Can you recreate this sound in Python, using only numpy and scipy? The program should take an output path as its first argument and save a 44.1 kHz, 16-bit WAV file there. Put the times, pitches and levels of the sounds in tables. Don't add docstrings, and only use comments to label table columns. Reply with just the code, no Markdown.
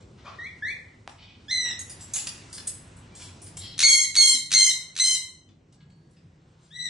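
import sys
import numpy as np
from scipy import signal
from scipy.io import wavfile
from scipy.ndimage import uniform_filter1d

SR = 44100
rng = np.random.default_rng(int(sys.argv[2]) if len(sys.argv) > 2 else 0)


def volts_from_db(level):
    exponent = np.asarray(level, float) / 20
    return 10 ** exponent


def store_wav(level_fs):
    pcm = np.round(np.clip(np.atleast_2d(level_fs), -1, 1) * 32767)
    wavfile.write(sys.argv[1], SR, pcm.T.astype(np.int16))


N = 303849


def rms_one(x):
    return x / np.sqrt(np.mean(x ** 2) + 1e-20)


def at_hz(points, hz):
    table = np.array(points)
    return np.interp(np.log(hz), np.log(table[:, 0]), table[:, 1])


def drift(rate_hz, size):
    r = np.exp(-2 * np.pi * rate_hz / SR)
    noise = rng.standard_normal(size + 4000)
    return rms_one(signal.lfilter([1], [1, -2 * r, r * r], noise)[4000:])


def ring(clicks, hz, t60):
    r, w = volts_from_db(-60 / (t60 * SR)), 2 * np.pi * hz / SR
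    return signal.lfilter([0, np.sin(w)], [1, -2 * r * np.cos(w), r * r], clicks + 1e-18)


def bands():
    edges = 24 * 2 ** np.arange(0, 9.1, .5)
    return [(np.sqrt(a * b), signal.butter(2, [a, b], "band", fs=SR, output="sos"))
            for a, b in zip(edges, edges[1:])]


def add(out, s, part):
    i = round(s * SR)
    out[i:i + len(part)] += part[:len(out) - i]


# flutter_hz, flutter_depth (0-1), pitch_jitter (share), upper_partials_db,
# half_line_slope_db (per multiple of pitch)
EFFORT = [
    (60.1, 0.2, 0.0013, -6, -8),
    (75.6, 0.53, 0.0012, -2.5, -4.5),
    (61.3, 0.81, 0.0073, -4, -3),
    (106.3, 0.8, 0.0055, -4.5, 0.9),
    (110.3, 0.5, 0.00545, 0.5, 1.3),
    (104.6, 0.9, 0.0057, -4.5, 0.7),
    (97.3, 0.39, 0.0076, 2, 0.1),
    (80.8, 0.55, 0.003, 5, -6),
]
# pitch_multiple, over_partial_3_db
UPPER = [(4, -7), (5, -23.5)]
# pitch_multiple, over_half_lines_db
HALVES = [(.5, -21.5), (1.5, 2.5), (2.5, -1), (3.5, 1), (4.5, -2.5), (5.5, -5.5)]


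def voice():
    out, t = np.zeros(N), np.arange(SR // 4) / SR
    calls = [chirp(t, *c) for c in zip(CHIRPS, CHIRP_BEND)]
    calls += [squawk(t, *c) for c in zip(SQUAWKS, SQUAWK_TONE, SQUAWK_BREATH)]
    for call, (flutter_hz, depth, jitter, upper_db, slope_db) in zip(calls, EFFORT):
        s, length, pitch, first, second, third, half = call
        flutter = np.cos(np.cumsum(2 * np.pi * flutter_hz * (1 + 0.15 * drift(12, len(t))) / SR))
        unrest = 1 + depth * np.abs(np.gradient(pitch)) * SR / 4000
        waver = jitter * unrest * drift(120, len(t)) + .022 * depth * flutter
        phase = np.cumsum(2 * np.pi * pitch * (1 + waver) / SR)

        lines = [(1, first), (2, second), (3, third)]
        lines += [(k, third + db + upper_db) for k, db in UPPER]
        lines += [(k, half + db + slope_db * (k - 1.5)) for k, db in HALVES]
        sound = 0
        for k, db in lines:
            wander_db = (.8 + 2.5 * depth) * min(1.5, k / 3) * drift(35, len(t))
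            sound = sound + volts_from_db(db + wander_db) * np.sin(k * phase)
        sound = sound * (1 + .35 * np.clip(depth, 0, 1) * flutter)

        air = throat(rng.standard_normal(len(t)) * (1 + np.cos(phase)))
        rasp = signal.sosfilt(signal.butter(4, 3300, "high", fs=SR, output="sos"), air)
        sound = sound + volts_from_db(second - 27) * rms_one(air) + volts_from_db(half - 8 + slope_db) * rms_one(rasp)
        fade = np.clip(np.minimum(t, length - t) / .005, 0, 1)
        add(out, s, sound * fade)
    return out


# start_s, length_s, from_hz, to_hz, level_db
CHIRPS = [
    (0.386, 0.092, 1863, 2370, -33.5),
    (0.622, .097, 1671, 2410, -26.5),
]
CHIRP_BEND = [2.2, 1.15]
# start_over_level_db, gain_to_break_db
CHIRP_PARTIALS = [(-24, 12), (-43, 27.5)]


def chirp(t, row, bend):
    dip_db, break_at, mute_db, half_db = -4, 0.72, -36, -21
    s, length, from_hz, to_hz, level_db = row
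    part = np.clip(t / length, 0, 1)
    broken = np.clip((part - break_at) / (1 - break_at), 0, 1)
    first = level_db + dip_db * np.sin(np.pi * part)
    second, third = [level_db + db + gain_db * part + (mute_db - gain_db) * broken
                     for db, gain_db in CHIRP_PARTIALS]
    half = level_db + half_db - 40 * np.clip(1 - 2 * broken, 0, 1)
    pitch = from_hz + (to_hz - from_hz) * part ** bend
    return s, length, pitch, first, second, third, half


# start_s, length_s, pitch_hz, sag_hz_per_s, level_db
SQUAWKS = [
    (1.481, 0.24, 2064, 702.5, -24.5),
    (3.83, 0.23, 2174, 201.5, -11),
    (4.164, 0.2, 2176, 400, -10.5),
    (4.532, 0.19, 2108, 279.5, -14),
    (4.995, 0.18, 2060, -9, -18),
    (6.704, 0.18, 1940, -200, -40),
]
# scoop_hz (from below), attack_s, then over level partial_1_db, partial_3_db, half_lines_db
SQUAWK_TONE = [(401, .03, -4.5, -10, -41.5), (114, 0.009, -5.5, -3.5, -18),
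               (-42.5, 0.022, -14.5, -8.5, -16.5), (161, .018, -11, -2.5, -16),
               (113, .014, -13.5, -3.5, -13.5), (339.5, 0.059, -7, -19, -52)]
# start_db (over level), fade_db_per_s, scoop_bend (under 1 jumps late, over 1 early)
SQUAWK_BREATH = [(-16, -6.5, .6), (-3.5, 33.5, 1.3), (-5.5, 23, 0.97), (-8.5, 11.5, 0.98),
                 (0.5, 12.5, 1.03), (-14.5, -115, 2.2)]
FADE_DB_PER_S = [34, 51, 11.5, 1.5]
RELEASE_DB = [-9.5, -1.5, -8.5, -21.5]


def squawk(t, row, tone, breath):
    release_s, release_drop_hz, doubling_s, doubling_rise_s = 0.027, 162.8, .034, .006
    s, length, hz, sag, level_db = row
    scoop, attack, first_db, third_db, half_db = tone
    start_db, fade, bend = breath
    opening = np.clip(1 - t / attack, 0, 1)
    closing = np.clip(1 - (length - t) / release_s, 0, 1)
    pitch = hz - scoop * opening ** bend - sag * t - release_drop_hz * closing
    level = level_db + start_db * opening ** .4 - fade * t
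    late = -40 / (1 + np.exp((t - doubling_s) / doubling_rise_s))
    partials_db = (first_db, 0, third_db, half_db + late)
    lines = [level + db - more * t + last_db * closing
             for db, more, last_db in zip(partials_db, FADE_DB_PER_S, RELEASE_DB)]
    return s, length, pitch, *lines


# centre_hz, width_hz, level_db
THROAT = [(900, 200, -28), (1700, 1100, -2.5), (2705, 1100, 1), (4010, 280, 5), (6220, 540, 3.5),
          (8330, 290, -1.5), (9600, 600, -3.5)]


def throat(x):
    out = 0
    for k, (hz, width, db) in enumerate(THROAT):
        out = out + (-1) ** k * volts_from_db(db) * np.sqrt(width) * ring(x, hz, 1.8 / width)
    return out


# start_s, count, gap_s
CREAKS = [
    (3.778, 5, .0122),
    (4.143, 3, .0097),
    (4.505, 4, .0102),
    (4.952, 5, .0115),
]
CREAK_FULL_DB = [-14.5, -17, -16.5, -24.5]


def creaks():
    start_db, growth = -16.5, 0.19
    out, t = np.zeros(N), np.arange(600) / SR
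    for (s, count, gap), full_db in zip(CREAKS, CREAK_FULL_DB):
        for k in range(count):
            puff = throat(rng.standard_normal(len(t)) * t * np.exp(-t / .002))
            level = volts_from_db(full_db + 6 + start_db * growth ** k)
            add(out, s + k * gap, level * puff / np.abs(puff).max())
    return out


def snap():
    out, t = np.zeros(N), np.arange(600) / SR
    phase = 2 * np.pi * 750 * (t + 3.07 * 0.00034 * (1 - np.exp(-t / 0.00014)))
    add(out, 1.0765, volts_from_db(-23.5) * np.sin(phase) * np.exp(-t / 0.0013))
    return out


def cage():
    modes = np.geomspace(500, 12000, 300) * (1 + .01 * rng.standard_normal(300))
    return knocks(modes) + scuffs(modes) + rings()


# start_s, peak_db, thick_bars_db, loudest_bar_hz, rattle_s
KNOCKS = [(1.789, -23.5, -24, 6470, 0.015), (1.895, -29, -16.5, 9400, 0.014),
          (2.008, -33, -25, 7660, 0.021), (2.135, -14.5, -22, 6540, 0.024),
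          (2.159, -22.5, -14.5, 6860, 0.036), (2.269, -20.5, -5.5, 8600, 0.0062),
          (2.499, -44, -27, 7320, 0.0087), (2.527, -28.5, -20.5, 4670, 0.036),
          (2.58, -30.5, -1.5, 4300, 0.0084), (2.671, -15.5, -24.5, 8510, 0.009),
          (2.965, -42, -31, 8050, 0.012), (3.15, -38.5, -13, 8400, 0.035),
          (3.218, -32, -12.5, 8950, 0.0057), (3.417, -37.5, -26.5, 9080, 0.032),
          (3.463, -34, -16, 9200, 0.0098), (3.568, -29, -10, 7910, 0.014), (5.489, -66.5, 11, 4960, 0.01),
          (5.724, -56, -3.5, 7860, 0.017), (5.804, -72, 18.5, 4590, 0.0099),
          (5.899, -57.5, -3, 7960, 0.0087), (6.109, -54.5, -33, 5670, 0.012), (6.166, -68, 10, 5060, 0.011)]
BAR_ZONES_HZ = [1100, 3435, 8600]


def knocks(modes):
    out, t = np.zeros(N), np.arange(SR // 2) / SR
    for s, peak_db, weight_db, hz, rattle in KNOCKS:
        hits = rng.random(len(t)) < 4000 / SR
        clicks = hits * rng.standard_normal(len(t)) * np.exp(-t / max(rattle, .001)) * 0.91
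        clicks[0] = .45
        zones_db = [weight_db - 16.5, weight_db, -4]
        colour = np.interp(np.log(modes), np.log(BAR_ZONES_HZ), zones_db)
        colour = colour + 9 * np.exp(-(np.log(modes / hz) / .07) ** 2)
        add(out, s, volts_from_db(peak_db - 4.5) * bars(clicks, colour, modes))
    return out


# start_s, level_db, centre_hz, spread_octaves, swell_s
SCUFFS = [
    (0, -57, 4500, 1.5, 0.0086),
    (0.161, -54.5, 2300, 1.26, 0.093),
    (0.244, -42.5, 1576, 1.18, 0.026),
    (1.078, -56.5, 8000, 0.91, 0.019),
    (1.159, -53, 3060, 0.7, 0.07),
    (1.637, -42, 2500, 1.06, 0.027),
    (1.989, -51, 7900, 2.8, 0.013),
    (3.189, -43, 7400, 2.2, 0.028),
    (3.595, -37.5, 3760, .5, 0.05),
    (6.58, -65, 7000, 1.03, 0.076),
]


def scuffs(modes):
    out, t = np.zeros(N), np.arange(SR // 2) / SR
    for s, level_db, hz, spread, swell in SCUFFS:
        hits = rng.random(len(t)) < 3500 * volts_from_db(4 * drift(30, len(t))) / SR
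        clicks = hits * rng.standard_normal(len(t))
        clicks = clicks * t / swell * np.exp(1 - t / swell)
        colour = -6 * (np.log2(modes / hz) / spread) ** 2
        add(out, s, volts_from_db(level_db - 6.0) * bars(clicks, colour, modes))
    return out


# start_s, pitch_hz, level_db, t60_s
RINGS = [(5.73, 4463, -80, 1.5), (5.9, 4463, -69, 1.0), (5.9, 8861, -80, 1.0), (5.78, 1647, -72, 2.5),
         (3.12, 2350, -59, .3), (3.22, 2350, -56, .2), (3.598, 3750, -46, .12), (3.66, 4450, -52, .3),
         (6.17, 5050, -66, .1), (4.345, 265, -41, .3), (5.47, 250, -58, .2)]


def rings():
    out, t = np.zeros(N), np.arange(SR // 2) / SR
    fade = np.clip(t / 0.0013, 0, 1) * np.clip((.5 - t) / .1, 0, 1)
    for s, hz, level_db, t60 in RINGS:
        add(out, s, volts_from_db(level_db - 60 * t / t60) * np.sin(2 * np.pi * hz * t) * fade)
    return out


# mode_hz, t60_s
BAR_T60 = [(600, .04), (3000, .035), (11000, .03)]


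def bars(clicks, colour, modes):
    t = np.arange(SR // 10) / SR
    strength = volts_from_db(colour + rng.normal(0, 3, len(modes))) * rng.choice([-1, 1], len(modes))
    strength = strength / (1 + (modes / 10800) ** 8)
    decay = volts_from_db(-60 * t / at_hz(BAR_T60, modes)[:, None])
    body = strength @ (decay * np.sin(2 * np.pi * modes[:, None] * t))
    return signal.fftconvolve(clicks, body / np.sqrt(len(modes)))


# band_hz, t60_s
ROOM_T60 = [(500, .6), (1300, .55), (3500, .43), (9000, .38)]


def room(x):
    tail_db, early_db, alike = -5, -9, .4
    t = np.arange(SR) / SR
    noise = rng.standard_normal((2, SR))
    tail = sum(signal.sosfilt(sos, noise) * volts_from_db(-60 * t / at_hz(ROOM_T60, hz)) for hz, sos in bands()[6:])
    tail = tail * np.clip(t / .015, 0, 1)
    tail = volts_from_db(tail_db) * tail / np.sqrt(np.sum(tail[0] ** 2))
    echoes = (rng.uniform(0.0018, .025, 8) * SR).astype(int)
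    tail[:, echoes] += volts_from_db(early_db) * rng.normal(0, .45, (2, 8))
    ears = np.sqrt(1 + alike) * tail[0] + np.sqrt(1 - alike) * tail[1] * [[1], [-1]]
    return signal.fftconvolve(x[None], ears, axes=1)[:, :N]


# time_s, recorder_gain_db, stir_db (feathers and wires)
HOUSE = [(0, 0.1, -2.5), (.7, -2, 5.5), (1.2, -4, -3), (1.7, 0.4, 6), (2.3, 0.6, 13), (3.1, 1.5, 5.5),
         (3.43, 0.7, 7.5), (3.699, 1.5, 4), (3.9, -1.5, -7.5), (4.3, -7, -5.5), (4.9, -7, 6),
         (5.399, -6.5, -9), (6.0, -7.5, -2.7), (6.4, -6, -2.3), (6.89, -12, 6)]
HOUSE_ZONES_HZ = [85, 160, 400, 3000]
FOLLOWS_GAIN = [1.3, 1.3, 1.1, 0.61]
# band_hz, density_db (per Hz)
AIR = [(15, -39), (25, -17), (110, -2.5), (290, -8.5), (529, -16), (2280, -29), (9130, -38.5),
       (11500, -78.5)]
# band_hz, likeness
LIKENESS = [(60, 1), (290, 0.97), (490, 0.4), (1420, 0.079), (4060, 0.93), (11700, 0.42)]


def house():
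    s, gain_db, stir_db = np.transpose(HOUSE)
    out, white = 0, rng.standard_normal((2, 2, N))
    for k, (hz, sos) in enumerate(bands()):
        mid, side = signal.sosfilt(sos, white[k % 2])
        alike = np.clip(at_hz(LIKENESS, hz), -1, 1)
        follows = np.interp(np.log(hz), np.log(HOUSE_ZONES_HZ), FOLLOWS_GAIN)
        stirred = np.interp(np.log(hz), np.log(HOUSE_ZONES_HZ), [0, 0, 0, 1])
        change = np.interp(np.arange(N) / SR, s, follows * gain_db + stirred * stir_db)
        gain = volts_from_db(at_hz(AIR, hz) - 32 + change + 1.5 * drift(4, N))
        out = out + gain * (np.sqrt(1 + alike) * mid + np.sqrt(1 - alike) * side * [[1], [-1]])
    return out


# centre_hz, width_hz, over_db
HUMS = [(96, 12, -2.5), (156, 16, 0)]
# time_s, level_db
HUM = [(0, -64.5), (2.1, -66.5), (2.4, -59.5), (3.8, -62), (4.3, -61), (4.55, -52), (4.8, -62.5),
       (5.6, -65), (5.75, -53.5), (6.7, -58.5), (6.89, -49)]


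def drones():
    s, gain_db, _ = np.transpose(HOUSE)
    t, out = np.arange(N) / SR, 0
    rumble_db = -52 + FOLLOWS_GAIN[0] * np.interp(t, s, gain_db)
    hum_db = np.interp(t, *np.transpose(HUM))
    for (hz, width, over_db), level in zip(HUMS, (rumble_db, hum_db)):
        out = out + volts_from_db(level + over_db) * rms_one(ring(rng.standard_normal(N), hz, 2.2 / width))
    return out


# time_s, left_over_right_db
TURN = [(0, 1.2), (.8, 1.8), (1.4, -1.5), (1.8, -0.5), (2.0, -0.1), (3.8, 0.9), (4.2, -0.9), (4.6, 0.3),
        (6.55, 1.3), (6.72, 3.5)]


def scene():
    bird = voice() + creaks() + cage()
    close = snap()
    turn = volts_from_db(np.interp(np.arange(N) / SR, *np.transpose(TURN)) * [[.5], [-.5]])
    direct = np.array([np.roll(bird, 1), bird])
    return turn * (direct + room(bird + volts_from_db(-3) * close)) + close + house() + drones()


# band_hz, level_db
QUIET = [(7000, -114), (9000, -103), (11500, -88)]


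def thin_bands(x):
    mask_db, fall_db = -6, 7
    hz, s, z = signal.stft(x, SR, nperseg=2048)
    steps = np.arange(85)[:, None]
    power = np.mean(np.abs(z[:, :1020]) ** 2, axis=0)
    band = 10 * np.log10(power.reshape(85, 12, -1).mean(axis=1) + 1e-20)
    shadow = np.maximum.accumulate(band + fall_db * steps, axis=0) - fall_db * steps
    centre = hz[6:1020:12, None]
    whim = uniform_filter1d(rng.normal(0, 5, band.shape), 4, axis=1)
    unmasked = band > shadow + mask_db + whim
    audible = band > at_hz(QUIET, centre) + 2 * whim
    keep = unmasked & audible | (centre < 2450)
    z[:, :1020] *= keep.repeat(12, axis=0)
    return signal.istft(z, SR, nperseg=2048)[1][:, :N]


def band_limit(x):
    return signal.sosfilt(signal.butter(12, 12260, fs=SR, output="sos"), x)


def record(dry):
    cut = signal.sosfilt(signal.cheby2(12, 70, 12400, fs=SR, output="sos"), np.tanh(dry))
    cut = signal.sosfilt(signal.butter(2, 32, "high", fs=SR, output="sos"), cut)
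    return band_limit(thin_bands(cut))


dry = scene()
out = record(dry)
store_wav(out)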